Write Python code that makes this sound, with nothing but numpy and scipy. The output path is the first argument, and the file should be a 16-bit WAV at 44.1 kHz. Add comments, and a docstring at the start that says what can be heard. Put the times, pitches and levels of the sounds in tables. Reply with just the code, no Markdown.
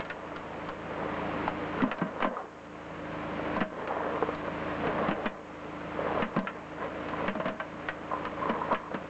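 """Stones tumble in a perforated washing drum outdoors: they slide along its wall, knock, clack
and thud down into a metal trough. Behind them water sprays inside the drum, a small engine hums
and the drum's drive drones. The microphone is a small camera's, whose gain control ducks at the
bright edge of each hard blow and creeps back over about a second."""
import sys
import numpy as np
from scipy import signal
from scipy.fft import rfft, irfft, next_fast_len
from scipy.io import wavfile
from scipy.ndimage import uniform_filter1d, map_coordinates

SR = 44100
rng = np.random.default_rng(int(sys.argv[2]) if len(sys.argv) > 2 else 0)


def generate_wav(sig):
    """Save sig (samples, or channels by samples) to the path in sys.argv[1] as 16-bit PCM at SR."""
    pcm = np.round(np.clip(np.atleast_2d(sig).T, -1, 1) * 32767).astype(np.int16)
    wavfile.write(sys.argv[1], SR, pcm)


N = 400869

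# the sheet metal's higher modes: pitch_hz, level_db, t60_s
METAL_MODES = [(438, -9.5, .18), (515, -10.5, 0.22), (634, 0, .34), (810, -5.5, .06), (1046, -0.5, .15),
               (1280, -8.5, 0.055), (1556, -8, 0.19), (1934, -13, 0.088)]
# spectrum of jostled stones: frequency_hz, level_db
CLATTER_COLOUR = [(40, -65.5), (150, -25.5), (350, -10.5), (480, 3.5), (620, 5), (780, -0.5), (1030, 2),
                  (1400, -2), (2200, -27), (4000, -59.5), (8000, -79.5)]
# spectrum of a hard stone contact: frequency_hz, level_db
CRACK_COLOUR = [(100, -45.5), (500, -18.5), (1200, 5), (1700, 9), (2300, 2.5), (3000, 0), (3800, -21),
                (5000, -47), (8000, -60.5)]
TREBLE_HZ, SENSE_S = 4500, .045  # the gain control senses above this pitch, over this span


def amp(db):
    """Decibels to gain."""
    return 10 ** (np.asarray(db) / 20)


def unit(x):
    """x at rms 1."""
    return x / np.sqrt(np.mean(x ** 2) + 1e-20)


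def wobble(rate):
    """A smooth random curve, rate knots a second."""
    return map_coordinates(rng.standard_normal(int(N * rate / SR) + 4), [np.arange(N) * rate / SR])


def coloured(x, points):
    """x through a causal filter shaped by points of frequency_hz, level_db."""
    size = next_fast_len(len(x) + 4096)
    hz, db = np.transpose(points)
    shape_db = np.interp(np.log(np.fft.rfftfreq(2 * size, 1 / SR) + 1), np.log(hz), db)
    cepstrum = irfft(np.log(amp(shape_db)))[:size]
    cepstrum[1:] *= 2  # minimum phase: nothing sounds ahead of a hit
    response = np.exp(rfft(cepstrum, 2 * size))
    return irfft(rfft(x, 2 * size) * response)[:len(x)]


def resonant(x, hz, width_hz):
    """x through one resonance."""
    return signal.lfilter(*signal.iirpeak(hz, hz / width_hz, SR), x)


def treble(x):
    """The bright top of x."""
    return signal.sosfilt(signal.butter(6, TREBLE_HZ, "highpass", fs=SR, output="sos"), x)


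def grains(rate, spread_db):
    """Random tiny contacts of uneven size, rate a second."""
    sizes = rng.choice([-1, 1], N) * amp(spread_db * np.clip(rng.standard_normal(N), -2, 2))
    return unit(sizes * (rng.random(N) < rate / SR))


def blow(x):
    """A hit scaled to the energy of 20 ms at rms 1."""
    return x / np.sqrt(np.sum(x ** 2) / (SR / 50))


def burst(t, colour, t60, tail_db, tail_t60):
    """A short contact and its echoes between the walls."""
    envelope = amp(-60 * t / t60) + amp(tail_db - 60 * t / tail_t60)
    return blow(coloured(rng.standard_normal(len(t)) * envelope, colour))


def ring(t, hz, t60, attack_s):
    """One mode, softly struck."""
    return np.sin(2 * np.pi * hz * t) * amp(-60 * t / t60) * (1 - np.exp(-t / attack_s))


def struck(t, modes, attack_s):
    """Every blow rings the modes at new strengths, slightly detuned."""
    out = np.zeros(len(t))
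    for hz, db, t60 in modes:
        strength = amp(db + rng.normal(0, 3.0)) * rng.choice([-1, 1])
        out += strength * ring(t, hz * rng.normal(1, .008), t60, attack_s)
    return blow(out)


def edge(t):
    """The bright tick of a hard contact, scaled by the energy of its treble."""
    # the tick's spectrum: frequency_hz, level_db
    tick_colour = [(300, -43.5), (1500, -17), (2900, 10), (3800, 8.5), (5000, -4), (6500, -14.5),
                   (8500, -33.5)]
    tick = burst(t, tick_colour, t60=.04, tail_db=-13, tail_t60=.12)
    return tick / np.sqrt(np.sum(treble(tick) ** 2) / (SR * SENSE_S))


def add(track, start_s, x):
    """Mix x into the track at start_s."""
    start = max(round(start_s * SR), 0)
    track[start:start + len(x)] += x[:N - start]


def strokes(rows, rise_s, sag_db_per_s, fade_t60):
    """Gain of sliding motions: each gathers, loses pace and comes to rest."""
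    power = np.zeros(N)
    for start_s, length_s, level_db in rows:
        t = np.arange(int((length_s + fade_t60) * SR)) / SR
        rise = np.minimum(t / rise_s, 1)
        fade_db = 60 * np.maximum(t - length_s, 0) / fade_t60
        add(power, start_s, (rise * amp(level_db - sag_db_per_s * t - fade_db)) ** 2)
    return np.sqrt(power)


def engine(cycle_hz=27.06):
    """A small engine hums in the harmonics of its slightly unsteady cycle."""
    # harmonics of the cycle: multiple, level_db
    orders = [(1, -26.5), (2, -5.5), (3, 0), (4, -3), (5, -5.5), (6, 4.5), (7, 0), (8, -6.5), (9, -7),
              (12, 0.5), (13, -22)]
    phase = 2 * np.pi * np.cumsum(cycle_hz * (1 + 0.0039 * wobble(2.5))) / SR
    hum = sum(amp(db + 0.62 * wobble(7.2)) * np.sin(k * phase + rng.normal(0, .9)) for k, db in orders)
    return amp(-37.5) * hum


def drive():
    """The tones of the drum's drive waver as the load shifts."""
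    # the drone: pitch_hz, level_db
    tones = [(300, 6), (554, -1.5)]
    speed = 1 + 0.0042 * wobble(3) + 0.0062 * wobble(25)
    phase_per_hz = 2 * np.pi * np.cumsum(speed) / SR
    return amp(-35) * sum(amp(db + 1.33 * wobble(9)) * np.sin(hz * phase_per_hz) for hz, db in tones)


def water():
    """Countless drops drum on the wall and the wet stones."""
    # the spray's spectrum: frequency_hz, level_db
    spray_colour = [(60, -33), (130, -6.5), (200, 4), (400, 0), (560, 4), (800, -2.5), (1050, .5),
                    (1500, -4), (2200, -7.5), (3000, -14), (4000, -27), (5500, -39.5), (8000, -65)]
    drops = grains(rate=2200, spread_db=-0.5) + 0.72 * rng.standard_normal(N)
    return amp(-25.5 + 0.39 * wobble(28)) * unit(coloured(drops, spray_colour))


def load_motion(creep_db=-30.5):
    """Gain of the moving load: it slides down the wall and still shifts a little in between."""
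    # slides of the load: start_s, length_s, level_db
    slides = [(0, 0.58, -26), (.85, 0.37, -24), (1.78, 0.69, -21.5), (2.2, 0.18, -9.5), (3.7, 0.23, -19.5),
              (3.86, 0.18, -18), (4.05, 0.18, -23.5), (4.8, 0.55, -21), (5.96, 0.6, -22.5),
              (6.76, 0.064, -19), (7.15, 0.37, -23.5), (8, 0.44, -26.5), (8.39, 0.35, -21),
              (8.88, 0.073, -24)]
    return np.hypot(amp(creep_db), strokes(slides, rise_s=0.055, sag_db_per_s=2.5, fade_t60=0.56))


def grinding():
    """Stones slip in tiny jerks, each ringing briefly in the drum."""
    # spectrum of the slips: frequency_hz, level_db
    slip_colour = [(100, -44), (220, -1), (330, -15), (440, 5), (540, 1), (650, 1), (800, -5), (1040, 2),
                   (1350, -6), (1900, -9.5), (2400, -21.5), (3100, -24.5), (5000, -48), (8000, -82)]
    slips = grains(rate=1400, spread_db=4.5) * amp(1.7 * wobble(45))
    return amp(-0.9) * unit(coloured(slips, slip_colour))


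def rolling(count=1100):
    """Small stones topple over one another, each with a brief dull note of its own."""
    out, t = np.zeros(N), np.arange(SR // 20) / SR
    starts_s = rng.uniform(0, N / SR, count)
    deviations = np.clip(rng.standard_normal((count, 3)), -2, 2)
    for start_s, (pitch, size, life) in zip(starts_s, deviations):
        note = ring(t, hz=590 * np.exp(.24 * pitch), t60=0.049 * np.exp(0.17 * life), attack_s=0.00055)
        add(out, start_s, amp(3.7 * size) * note)
    return amp(-5.0) * unit(out)


def scraping():
    """A flat slab scrapes near the lip, its slips singing in one wall resonance."""
    # the slab's scrapes: start_s, length_s, level_db
    scrapes = [(8.11, .07, -25), (8.19, .1, -24), (8.39, .18, -19), (8.6, 0.024, -15), (8.7, 0.058, -11.5),
               (8.81, 0.065, -20)]
    slips = grains(rate=400, spread_db=3)
    song = resonant(resonant(slips, hz=1025, width_hz=130), hz=1060, width_hz=300)
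    return strokes(scrapes, rise_s=0.019, sag_db_per_s=17, fade_t60=0.16) * unit(song)


def knocks():
    """Stones bump the drum wall dully, the pitch set by the stone and where it lands."""
    # bumps on the wall: start_s, level_db, pitch_hz
    wall_hits = [(.318, -25, 630), (1.479, -21.5, 846), (1.805, -24, 1380), (2.162, -21.5, 530),
                 (2.368, -9.5, 1240), (3.395, -24, 597), (3.907, -16, 790), (3.967, -21, 655),
                 (4.044, -23, 963), (4.064, -19.5, 519), (4.225, -14.5, 450), (4.288, -20, 475),
                 (4.481, -23, 576), (5.972, -25, 550), (5.991, -22.5, 540), (6.065, -21.5, 550),
                 (6.147, -25.5, 440), (6.174, -21, 602), (6.199, -22.5, 462), (7.135, -23.5, 1045),
                 (8.114, -19, 1043), (8.134, -16, 1025), (8.616, -23, 1005), (8.713, -16.5, 1047),
                 (8.915, -16.5, 530)]
    out, t = np.zeros(N), np.arange(SR // 6) / SR
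    for start_s, level_db, hz in wall_hits:
        note = ring(t, hz, t60=.048, attack_s=0.00033) + 0.42 * ring(t, hz, t60=.048, attack_s=0.00052)
        clatter = burst(t, CLATTER_COLOUR, t60=0.029, tail_db=-7.5, tail_t60=.11)
        add(out, start_s, amp(level_db) * (blow(note) + 0.83 * clatter))
    return out


def clacks():
    """Hard stones meet with a bright snap, ring for an instant and rattle the metal walls."""
    # stone striking stone: start_s, pitch_hz, snap_db, body_db, edge_db
    collisions = [(.004, 1730, -22, -18.5, -47), (0.05, 1380, -27.5, -37, -51),
                  (.099, 1446, -15.5, -19.5, -47.5), (.361, 1370, -28.5, -26, -48.5),
                  (.688, 1320, -27, -19.5, -50.5), (1.478, 1270, -27, -22, -57),
                  (1.914, 1353, -13, -11, -46.5), (1.983, 1250, -25, -20, -51),
                  (2.203, 1327, -26, -16, -54), (3.874, 1375, -22, -21, -52), (4.348, 1280, -34, -38, -54),
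                  (5.261, 1914, -14.5, -14, -54), (6.471, 1348, -12.5, -17.5, -63),
                  (6.842, 1360, -32, -27, -61), (7.085, 1435, -31, -28, -57.5),
                  (7.6, 1520, -17.5, -13.5, -54), (7.886, 1510, -15.5, -17, -50),
                  (8.252, 1240, -22, -45, -52), (8.746, 1330, -13.5, -19, -55)]
    # a stone's own modes: pitch_ratio, level_db, t60_s
    stone_modes = [(1.001, 4.5, 0.11), (1.252, -1.5, 0.099), (1.53, -10, 0.067), (1.828, -10, 0.1)]
    out, t = np.zeros(N), np.arange(SR // 4) / SR
    for start_s, hz, snap_db, body_db, edge_db in collisions:
        snap = 0.88 * burst(t, CRACK_COLOUR, t60=0.018, tail_db=10, tail_t60=0.12)
        stone = struck(t, [(hz * ratio, db, t60) for ratio, db, t60 in stone_modes], attack_s=.0004)
        body = burst(t, CLATTER_COLOUR, t60=.03, tail_db=-2.5, tail_t60=0.23)
        body += 0.41 * struck(t, METAL_MODES, attack_s=0.0014)
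        add(out, start_s, amp(snap_db) * (snap + stone) + amp(body_db) * body + amp(edge_db) * edge(t))
    return out


def thuds():
    """A heavy stone booms the wall, rings the metal, jostles its neighbours and cracks at the contact."""
    # heavy stones landing: start_s, pitch_hz, boom_db, clatter_db, crack_db, edge_db
    landings = [(1.82, 247, -6, -22.5, -17, -50.5), (1.835, 246, -4, -13, -42.5, -59.5),
                (2.014, 171, -4.5, -9.5, -22.5, -57), (2.223, 245, -8, -1.5, -4, -42),
                (2.245, 248, 0, 3.5, -4, -43), (2.27, 249, -3, -8, -18.5, -55),
                (3.565, 218, -19.5, -18.5, -35, -56), (3.605, 232, -15, -28, -16, -51),
                (3.612, 204, -7, -7, -12, -49), (4.868, 171, -21.5, -22.5, -27.5, -60),
                (5.085, 208, -13.5, -20, -25, -56.5), (5.111, 300, -14, -16.5, -18, -56),
                (5.257, 221, -8, -12.5, -15, -51), (6.222, 216, -10, -15.5, -12, -51.5),
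                (6.363, 184, -3, -12, -20, -50.5), (6.389, 196, -19, -11, -18, -43.5),
                (7.28, 200, -10, -12, -13, -51), (7.352, 202, -12.5, -15.5, -26.5, -56),
                (7.399, 203, -14, -13, -23, -57), (7.456, 207, -13.5, -16, -18, -53),
                (7.482, 198, -13.5, -12, -17, -46.5), (8.494, 223, -12, -15, -20, -52.5),
                (8.725, 188, -13, -11, -20.5, -49.5), (8.943, 220, -14.5, -17, -20, -51.5)]
    # the drum wall's low modes: pitch_hz, level_db, t60_s
    wall_modes = [(140, -7, 0.092), (173, -11.5, 0.13), (192.4, 9, 0.26), (210, 7.5, 0.22),
                  (230.6, 0, 0.26), (273.5, -8, 0.21), (349, -1.5, 0.058)]
    # the boom's tone shaping: frequency_hz, level_db
    boom_colour = [(40, -30), (95, -21), (140, -4.5), (200, -8), (330, 7), (600, -23.5), (1500, -43),
                   (5000, -79)]
    out, t = np.zeros(N), np.arange(SR // 3) / SR
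    for start_s, hz, boom_db, clatter_db, crack_db, edge_db in landings:
        wall = 1.43 * struck(t, wall_modes, attack_s=.002)
        spot = blow(ring(t, hz, t60=0.13, attack_s=0.00065))  # the struck spot favours one pitch
        boom = blow(coloured(wall + spot, boom_colour))
        clatter = burst(t, CLATTER_COLOUR, t60=.05, tail_db=4, tail_t60=.11)
        clatter += 0.8 * struck(t, METAL_MODES, attack_s=.0015)
        crack = burst(t, CRACK_COLOUR, t60=0.073, tail_db=9.5, tail_t60=0.14)
        thud = amp(boom_db) * boom + amp(clatter_db) * clatter + amp(crack_db) * crack
        add(out, start_s, thud + amp(edge_db) * edge(t))
    return out


def scene():
    """At the microphone, in mono: machine, water and sliding stones churn under the single blows."""
    motion = load_motion()
    churn = engine() + drive() + water() + motion * (grinding() + rolling())
    return (churn + scraping() + thuds() + knocks() + clacks())[None]


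def gain_control(x, t, ceiling_db=-67, lookahead_s=.004, recovery_s=1.13):
    """Gain in dB: it drops at once when the treble passes the ceiling, then creeps back."""
    size = int(SENSE_S * SR)
    power = signal.fftconvolve(treble(x) ** 2, np.ones(size) / size)[:N]
    over_db = np.maximum(10 * np.log10(np.abs(power) + 1e-20) - ceiling_db, 0)
    recovery = np.exp(-t / recovery_s)
    duck_db = np.maximum.accumulate(over_db / recovery) * recovery
    return -np.interp(t + lookahead_s, t, duck_db)


def record(dry, whine_hz=6666.7, top_hz=8850):
    """A small camera rides its gain, bumps softly at each drop, adds hiss and whine, and cuts the top."""
    # tone shaping of the gain control's bump: frequency_hz, level_db
    bump_colour = [(8, 8), (25, 0), (50, -11), (100, -18.5), (300, -56), (1000, -91.5)]
    # the camera's own hiss: frequency_hz, level_db
    hiss_colour = [(100, -2.5), (3000, 2), (5000, 0.5), (7500, 0), (8100, -6.5), (8600, -19), (8900, -33.5)]
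    t = np.arange(N) / SR
    gain_db = gain_control(dry[0], t)
    gain_drops = np.minimum(np.gradient(gain_db), 0) * (t > SENSE_S)
    bumps = amp(-52.5) * unit(coloured(uniform_filter1d(gain_drops, size=SR // 33), bump_colour))
    hiss = amp(-67.5) * unit(coloured(rng.standard_normal(N), hiss_colour))
    whine = amp(-81.5) * np.sin(2 * np.pi * whine_hz * t)
    mix = dry * amp(gain_db) + bumps + hiss + whine
    size = next_fast_len(N + SR // 2)
    passband = np.fft.rfftfreq(size, 1 / SR) < top_hz
    return irfft(rfft(mix, size) * passband, size)[:, :N]


dry = scene()
out = record(dry)
generate_wav(out)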